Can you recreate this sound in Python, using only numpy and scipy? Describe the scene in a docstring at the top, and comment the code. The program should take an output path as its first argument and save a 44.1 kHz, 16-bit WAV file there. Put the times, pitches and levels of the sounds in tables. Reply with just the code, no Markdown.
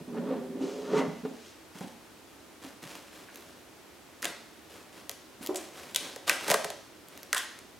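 """First comes a wet, drumming sputter: thick paint is squeezed from a plastic bottle onto a canvas.
Air pockets burst at the nozzle and shake the bottle, the canvas and the wet paint.
Then bottles are picked up, rubbed and set down on a table, and their caps click and clatter:
each hit is a short burst of noise that makes the plastic ring.
The room is small and fairly live, with a soft steady rush; the sound is close and nearly mono."""
import sys
import numpy as np
from scipy import signal
from scipy.fft import rfft, irfft, next_fast_len
from scipy.io import wavfile
from scipy.ndimage import uniform_filter1d

SR = 44100
rng = np.random.default_rng(int(sys.argv[2]) if len(sys.argv) > 2 else 0)


def wav_out(sig):
    """Save sig, one row per channel (or a flat mono array), as 16-bit PCM at SR to the path in sys.argv[1]."""
    wavfile.write(sys.argv[1], SR, np.round(np.clip(np.atleast_2d(sig).T, -1, 1) * 32767).astype(np.int16))


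N = 343539
TIME = np.arange(N) / SR

# Levels in the tables are relative: the functions set the final loudness.
# tone of the background rush (f/Hz, level/dB)
RUSH_TONE = [(20, -34), (80, -8.5), (141, -12.5), (326, -3), (460, -9), (2600, -18), (12500, -27.5),
             (16000, -33)]
# how long the echoes take to fade by 60 dB (f/Hz, t/s)
ECHO_FADE = [(150, 0.54), (600, 0.48), (2000, 0.65), (5000, 0.74), (13000, 0.29)]
# how strong the echoes are (f/Hz, level/dB)
ECHO_LEVEL = [(150, -7), (600, 0.5), (1500, -5.5), (4000, -5.5), (9000, -8), (16000, -15)]
# how unlike left and right are (f/Hz, side level/dB)
STEREO_WIDTH = [(60, -12.5), (200, -8.5), (1500, -10), (5000, -8)]
# the left side against the right (f/Hz, level/dB)
BALANCE = [(200, -2.6), (600, -1), (1500, -.2), (9000, .7)]

# fingers and bottles rubbing and sliding (t/s, time to peak/s, level/dB)
STROKES = [(1.74, 0.05, -52.5), (2.615, 0.029, -51), (2.82, 0.015, -49.5), (2.86, 0.059, -51),
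           (3.12, 0.049, -56), (3.31, 0.08, -58), (4.225, 0.027, -42), (4.69, 0.049, -55),
           (4.92, 0.043, -56.5), (5.408, 0.025, -48.5), (5.56, 0.049, -52), (5.72, 0.11, -53),
           (6.0, 0.042, -50.5), (6.267, 0.025, -34), (6.39, 0.071, -44), (6.473, 0.027, -39),
           (7.069, 0.098, -59)]
# tone of a stroke's fine scratch and of the dull shuffle under it (f/Hz, level/dB)
SCRATCH_TONE = [(80, -80), (500, 0.5), (900, -1.5), (1600, -0.5), (3000, -3.5), (7000, -9), (12500, -14.5),
                (16000, -32)]
SHUFFLE_TONE = [(80, -25), (145, 8.5), (300, 13.5), (600, 9), (1100, -10.5)]
# sticky paint and plastic ticking under the fingers (t/s, level/dB)
TICKS = [(2.8293, -26.5), (2.9565, -30), (3.346, -30), (3.3577, -21), (3.373, -30), (3.408, -34),
         (4.2218, -19), (5.114, -20), (5.4627, -13), (5.472, -12), (7.0853, -26), (7.1755, -22),
         (7.231, -20), (7.5895, -24)]
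# wet paint squelching and plastic creaking at the caps (t/s, time to peak/s, level/dB, f/Hz)
SQUELCHES = [(3.28, 0.012, -52, 1580), (4.237, 0.0045, -35, 1820), (5.418, 0.015, -48.5, 10600),
             (5.505, 0.032, -44, 574), (5.56, 0.0084, -38, 7460), (7.348, 0.016, -35, 1140)]
# soft bumps of bottles on the table (t/s, level/dB, f/Hz)
THUDS = [(1.752, -34.5, 204), (1.808, -26.5, 195), (1.842, -31, 222), (2.645, -32.5, 270), (2.83, -37, 180),
         (2.853, -37, 150), (5.409, -33, 238), (5.4895, -20.5, 340), (5.5035, -22.5, 379),
         (6.503, -27, 174), (6.648, -38, 170)]
# caps snapping, plastic clacking on plastic, hollow bottles knocking on the table
# (t/s, level/dB, contact time/ms, ring f/Hz)
SNAPS = [(4.245, -13, 1.1, 6800), (5.0945, -13, 1.1, 11300), (5.5577, -13, 5.1, 7300),
         (5.947, -11.5, 0.91, 3400), (5.9601, -1.5, 3.1, 3500), (6.5085, -5.5, 2.5, 2440),
         (6.7025, -18.5, 2.8, 4070), (7.38, -11.5, 1.2, 7560)]
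CLACKS = [(1.807, -30, 2.1, 900), (4.2265, -12.5, 2.1, 1440), (4.2534, -7.5, 1.1, 3400),
          (6.2785, -12, 1.6, 1160), (6.2955, 3.5, 1.9, 2550), (7.3295, 0, 1.6, 1450),
          (7.3472, -7.5, 0.77, 8500), (7.364, -4.5, 29, 3360)]
KNOCKS = [(4.252, -10.5, 4.1, 700), (5.095, -15.5, 2, 1310), (5.5455, -13, 2.9, 686),
          (6.1613, -11.5, 0.87, 477), (6.4805, 0.5, 6, 870), (6.5012, 5.5, 1.5, 830), (6.5145, 8, 1.7, 610),
          (6.541, 6.5, 3.2, 1150), (6.6445, -2, 2.7, 605), (6.703, -11.5, 1.2, 645)]
# recipe for each kind of hit (belly level/dB, shell level/dB, snap level/dB, ring level/dB)
SNAP_MIX = (-16, -15.5, 3.5, -3)
CLACK_MIX = (-17, -1, 0, -2.5)
KNOCK_MIX = (-6.5, -10.5, -7.5, -8)
# notes of a struck bottle's hollow belly and stiff shell (f/Hz, level/dB)
BELLY_NOTES = [(430, 3.5), (565, 4.5), (700, 1.5), (1000, -2.5)]
SHELL_NOTES = [(1230, 1), (1560, 1), (1900, 0)]

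# how hard the paint sputters out of the nozzle (t/s, level/dB)
FLOW = [(0.0, -40), (0.042, -59), (0.07, -74), (0.078, -49), (0.183, -31.5), (0.204, -38.5), (0.25, -35.5),
        (0.32, -32.5), (0.498, -43), (0.652, -35.5), (0.785, -39.5), (0.868, -35), (0.924, -31),
        (0.936, -29.5), (0.99, -25.5), (1.06, -34), (1.218, -68), (1.253, -31), (1.42, -93)]
# notes that the sputter rings in bottle, canvas and wet paint (f/Hz, width/Hz, level/dB)
BOTTLE_NOTES = [(162, 50, -9), (224, 56, -6), (251.5, 12.3, 4), (310, 120, -13.5)]
CANVAS_NOTES = [(399.4, 18.6, -2), (423.4, 24, -1.5), (516, 53, -6.5), (640, 690, -13.5)]
SPATTER_NOTES = [(680, 86, 6), (924, 64, 7), (1160, 140, 3.5), (1415, 140, 2), (1780, 210, -3),
                 (2900, 4100, -15)]
# bottle and canvas change pitch as the grip and the jet move (t/s, shift/semitones)
BOTTLE_BEND = [(0.21, -1.2), (0.28, 0.83), (0.42, -0.51), (0.62, 0.41), (1.0, 0.428), (1.101, -1.05),
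               (1.25, 0.039)]
CANVAS_BEND = [(0.259, 0.088), (0.329, 1.47), (0.421, -0.9), (0.601, -1.59), (0.741, 0.4), (0.96, 0.2)]
# air escaping at the nozzle (peak t/s, level/dB, rise/s, fall/s)
PUFFS = [(.625, -51, 0.013, 0.32), (0.992, -41, 0.035, 0.013), (1.48, -56, 0.13, 0.05)]
# tone of that air (f/Hz, level/dB)
AIR_TONE = [(200, -38), (1500, 0.5), (2800, 4.5), (6500, 2), (9000, -7.5), (15000, -21)]
# larger air pockets bursting (t/s, level/dB, f/Hz)
POPS = [(0.078, -27, 243), (0.192, -26, 225), (0.305, -22.5, 511), (0.553, -30, 269), (0.61, -21.5, 263),
        (0.635, -29, 373), (0.785, -26.5, 415.5), (0.932, -14.5, 415), (0.958, -19.5, 430),
        (1.076, -26, 164), (1.232, -29.5, 213), (1.25, -25, 428)]


def from_db(db):
    """Turn decibels into a number to multiply by."""
    return 10 ** (np.asarray(db) / 20)


def rms_one(x):
    """Scale a sound so its average power is 1."""
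    return x / np.sqrt(np.mean(x ** 2) + 1e-20)


def energy_one(x):
    """Scale a sound so its total energy is 1."""
    return x / np.sqrt(np.sum(x ** 2) + 1e-20)


def at_hz(points, hz):
    """Read between the rows of a table, giving every octave equal room."""
    freqs, values = np.transpose(points)
    return np.interp(np.log(hz), np.log(freqs), values)


def colour(x, tone):
    """Turn lows and highs up or down, following a tone table."""
    size = next_fast_len(x.shape[-1])
    hz = np.maximum(np.fft.rfftfreq(size, 1 / SR), 1)
    return irfft(rfft(x, size) * from_db(at_hz(tone, hz)), size)[..., :x.shape[-1]]


def band(x, low_hz, high_hz):
    """Keep mainly what lies between two frequencies."""
    sos = signal.butter(2, [low_hz, min(high_hz, .45 * SR)], "band", fs=SR, output="sos")
    return signal.sosfilt(sos, x + 1e-18)


def resonate(x, hz, width_hz):
    """Ring one note; the narrower its width, the longer it rings."""
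    r = np.exp(-np.pi * width_hz / SR)
    feedback = [1, -2 * r * np.cos(2 * np.pi * hz / SR), r * r]
    return signal.lfilter(np.array([1, 0, -1]) * (1 - r * r) / 2, feedback, x + 1e-18)


def ring_notes(x, notes):
    """Ring several notes at once, with every second one flipped in sign."""
    return sum((-1) ** k * from_db(db) * resonate(x, hz, width)
               for k, (hz, width, db) in enumerate(notes))


def drift(per_s):
    """A smooth random wobble around zero."""
    knots = rng.standard_normal(N // 20)
    return np.interp(TIME * per_s, np.arange(len(knots)), knots)


def grains(per_s, spread_db):
    """Tiny clicks of uneven size at random times."""
    sizes = from_db(spread_db * np.minimum(rng.exponential(1, N), 4))
    return (rng.random(N) < per_s / SR) * sizes * rng.choice([-1, 1], N)


def add(track, s, sound):
    """Lay a sound into a track, starting at second s."""
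    start = int(s * SR)
    track[start:start + len(sound)] += sound[:N - start]


def swell_at(s, rise_s, fall_s):
    """A loudness curve that grows to 1 at second s and dies away."""
    return np.exp(-np.maximum((s - TIME) / rise_s, (TIME - s) / fall_s))


def spread(mid, side, width_db):
    """Sound from all around reaches two close microphones almost alike."""
    return mid + from_db(width_db) * colour(side, STEREO_WIDTH) * [[1], [-1]]


def background_rush():
    """A soft, steady noise fills the room, so it sounds wider than the bottles."""
    mid, side = colour(rng.standard_normal((2, N)), RUSH_TONE)
    return from_db(-53) * rms_one(spread(mid, side, width_db=3))


def room_echoes(x, gap_s, build_s):
    """Dense wall echoes build up after a short gap; the very highest ones die first."""
    t, tail = TIME[:SR], 0
    edges = np.geomspace(90, 18000, 12)
    onset = 1 - np.exp(-np.maximum(t - gap_s, 0) / build_s)
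    for low, high in zip(edges, edges[1:]):
        hz = np.sqrt(low * high)
        fade = energy_one(onset * from_db(-60 * t / at_hz(ECHO_FADE, hz)))
        noise = band(rng.standard_normal((2, SR)), low, high)
        tail = tail + from_db(at_hz(ECHO_LEVEL, hz)) * fade * noise
    return signal.fftconvolve(spread(*tail, width_db=-1.5), x[None], axes=1)[:, :N]


def rubbing():
    """Skin and plastic stick and slip: each stroke is a fine scratch over a dull shuffle."""
    shuffle_gain, scratch_gain = np.zeros((2, N))
    light_stroke_db = -53
    for s, peak_s, db in STROKES:
        progress = TIME[:SR] / peak_s
        swell = progress * np.exp(1 - progress)
        add(shuffle_gain, s, from_db(-55.5 + 0.73 * (db - light_stroke_db)) * swell)
        add(scratch_gain, s, from_db(db + 2) * swell)
    slips = grains(per_s=6000, spread_db=3.2) * from_db(2 * drift(per_s=90))
    catches = from_db(14) * grains(per_s=70, spread_db=2.5)  # the plastic catches and lets go
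    scratch = rms_one(colour(slips + catches, SCRATCH_TONE))
    shuffle = rms_one(colour(grains(per_s=830, spread_db=-1), SHUFFLE_TONE))
    return scratch_gain * scratch + shuffle_gain * shuffle


def crack(contact_s):
    """Two surfaces meet: a sharp burst of all pitches, then a weaker chatter as they settle."""
    t = TIME[:SR // 12]
    chatter = .25 * np.exp(-t / (4 * contact_s))
    shape = np.exp(-t / contact_s) + chatter
    spectrum = rfft(rng.standard_normal(len(t)) * shape)
    even_burst = irfft(spectrum / (np.abs(spectrum) + 1e-12), len(t))
    return energy_one(even_burst * np.sqrt(shape))


def ticks():
    """Sticky paint and plastic let go with tiny ticks, each ringing four high, partly random notes."""
    out = np.zeros(N)
    for s, db in TICKS:
        burst = crack(contact_s=0.0012)
        notes_hz = np.array([3000, 4500, 7000, 11000]) * rng.uniform(.8, 1.2, 4)
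        tick = sum(resonate(burst, hz, .2 * hz) for hz in notes_hz)
        add(out, s, from_db(db) * energy_one(tick))
    return out


def squelches():
    """A quick run of tiny bursts rings a small hollow at the cap, swells and stops."""
    out, t = np.zeros(N), TIME[:SR // 4]
    bursts = grains(per_s=1300, spread_db=3)
    for s, peak_s, db, hz in SQUELCHES:
        run, width = bursts[int(s * SR):][:len(t)], 0.58 * hz
        hollow = resonate(resonate(run, hz, width), hz, width)
        swell = (t / peak_s * np.exp(1 - t / peak_s)) ** 2
        add(out, s, from_db(db) * swell * rms_one(hollow))
    return out


def bumps(rows, rise_s, decay_s):
    """Soft pushes, each a quickly fading tone; small things give off no deep bass."""
    out, t = np.zeros(N), TIME[:SR // 10]
    for s, db, hz in rows:
        wave = np.sin(2 * np.pi * hz * t) * (1 - np.exp(-t / rise_s)) * np.exp(-t / decay_s)
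        add(out, s, from_db(db) * wave / np.abs(wave).max())
    return band(out, 118, 2100)


def scuff(thump):
    """The brief rough noise that rides on a soft push."""
    return band(np.abs(thump) * rng.standard_normal(N), 440, 895)


def thuds():
    """Bottles bump the table softly and scuff it a little."""
    thump = bumps(THUDS, rise_s=.004, decay_s=.0055)
    return from_db(-4.5) * thump + from_db(3) * scuff(thump)


def plastic(x, notes):
    """Soft plastic rings only briefly: each note is 8% as wide as its pitch."""
    return energy_one(ring_notes(x, [(hz, .08 * hz, db) for hz, db in notes]))


def clatter(ring_db, width_share, smear_s, belly_top_hz):
    """Each hit rings a bottle's belly and shell, with a bright snap and one short note of its own."""
    out = np.zeros(N)
    for hits, mix_db in ((SNAPS, SNAP_MIX), (CLACKS, CLACK_MIX), (KNOCKS, KNOCK_MIX)):
        for s, db, contact_ms, hz in hits:
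            belly_gain, shell_gain, snap_gain, ring_gain = from_db(db + np.array(mix_db))
            burst = crack(contact_ms / 1000 + smear_s)
            belly = belly_gain * plastic(band(burst, 235, belly_top_hz), BELLY_NOTES)
            shell = shell_gain * plastic(band(burst, 1300, 3250), SHELL_NOTES)
            treble = signal.lfilter([1], [1, -.25], band(burst, 2500, 12000))  # top gently softened
            snap = snap_gain * energy_one(treble)
            note = resonate(resonate(burst, hz, width_share * hz), hz, width_share * hz)
            ring = ring_gain * from_db(ring_db) * energy_one(note)
            add(out, s, belly - shell + snap + ring)
    return out


def drum(pulses, notes, even_s):
    """Pulses keep a set of notes ringing; the loudness is evened out over spans of even_s."""
    x = ring_notes(pulses, notes)
    span = int(even_s * SR)
    power = uniform_filter1d(uniform_filter1d(x ** 2, span), span)
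    return x / np.sqrt(np.abs(power) + 1e-3 * np.mean(x ** 2))


def bend(x, curve):
    """Slide a sound's pitch up and down by playing it faster or slower."""
    speed = 2 ** (np.interp(TIME, *np.transpose(curve)) / 12)
    return np.interp(np.cumsum(speed), np.arange(N), x)


def squeeze():
    """More flow makes bottle, canvas and wet spatter louder, the spatter most steeply."""
    usual_db = -38
    flow_db = np.interp(TIME, *np.transpose(FLOW), right=-200) - usual_db
    # while a big air pocket empties, the bottle goes slack and its drone gets quieter
    emptying = (TIME > 0.674) & (TIME < 0.9)
    slack_db = -9 * uniform_filter1d(emptying.astype(float), int(0.059 * SR))
    bottle_gain = from_db(-38.5 + 0.63 * flow_db + slack_db)
    canvas_gain = from_db(-44 + flow_db)
    spatter_gain = from_db(-57 + 1.93 * flow_db)
    return bottle_gain, canvas_gain, spatter_gain


def air_puffs():
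    """Air escapes from the nozzle in puffs of grainy hiss."""
    gain = sum(from_db(db) * swell_at(s, rise_s, fall_s) for s, db, rise_s, fall_s in PUFFS)
    return gain * rms_one(colour(grains(per_s=8300, spread_db=3.5), AIR_TONE))


def nozzle_ring(spray, hz, width_hz):
    """The strongest squirt makes the nozzle ring roughly for a moment."""
    swell = swell_at(s=1, rise_s=0.028, fall_s=0.038)
    return from_db(-42) * swell * drum(spray, [(hz, width_hz, 0)], even_s=0.033)


def sputter():
    """Air pockets burst unevenly at the nozzle and shake bottle, canvas and wet paint together."""
    bottle_gain, canvas_gain, spatter_gain = squeeze()
    bursts = grains(per_s=390, spread_db=1.5)
    bottle = bottle_gain * bend(drum(band(bursts, 157, 440), BOTTLE_NOTES, even_s=0.036), BOTTLE_BEND)
    canvas = canvas_gain * bend(drum(band(bursts, 200, 567), CANVAS_NOTES, even_s=0.013), CANVAS_BEND)
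    spray = bursts + 1.1 * grains(per_s=1400, spread_db=0)
    spatter = spatter_gain * drum(band(spray, 710, 4500), SPATTER_NOTES, even_s=0.023)
    nozzle = air_puffs() + nozzle_ring(spray, hz=1990, width_hz=45)
    pops = bumps(POPS, rise_s=0.0016, decay_s=0.021)
    return bottle + canvas + spatter + nozzle + from_db(-5) * pops + from_db(-6) * scuff(pops)


def scene():
    """Paint is squeezed out, then bottles are handled on the table, and the room echoes it all."""
    paint, bumping = sputter(), thuds()
    handling = rubbing() + squelches() + ticks()
    taps = clatter(ring_db=0, width_share=.22, smear_s=0, belly_top_hz=1300)
    # every side of a bottle sends sound to the walls, so there a single note blurs into a broad tone
    scattered = clatter(ring_db=-3, width_share=.8, smear_s=.002, belly_top_hz=1500)
    to_walls = (from_db(-1.5) * paint + from_db(-0.5) * scattered
                + from_db(0.5) * bumping + from_db(-2) * handling)
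    echoes = room_echoes(to_walls, gap_s=0.00031, build_s=0.00034)
    direct = paint + spread(taps, scattered, width_db=-7.5) + bumping + handling
    return direct + echoes + background_rush()


def record(dry):
    """The right microphone is fuller in the bass; both cut the treble above 16 kHz."""
    left = colour(dry[0], [(hz, db / 2) for hz, db in BALANCE])
    right = colour(dry[1], [(hz, -db / 2) for hz, db in BALANCE])
    treble_cut = signal.ellip(10, .1, 80, 16000, fs=SR, output="sos")
    return signal.sosfilt(treble_cut, np.array([left, right]))


dry = scene()
out = record(dry)
wav_out(out)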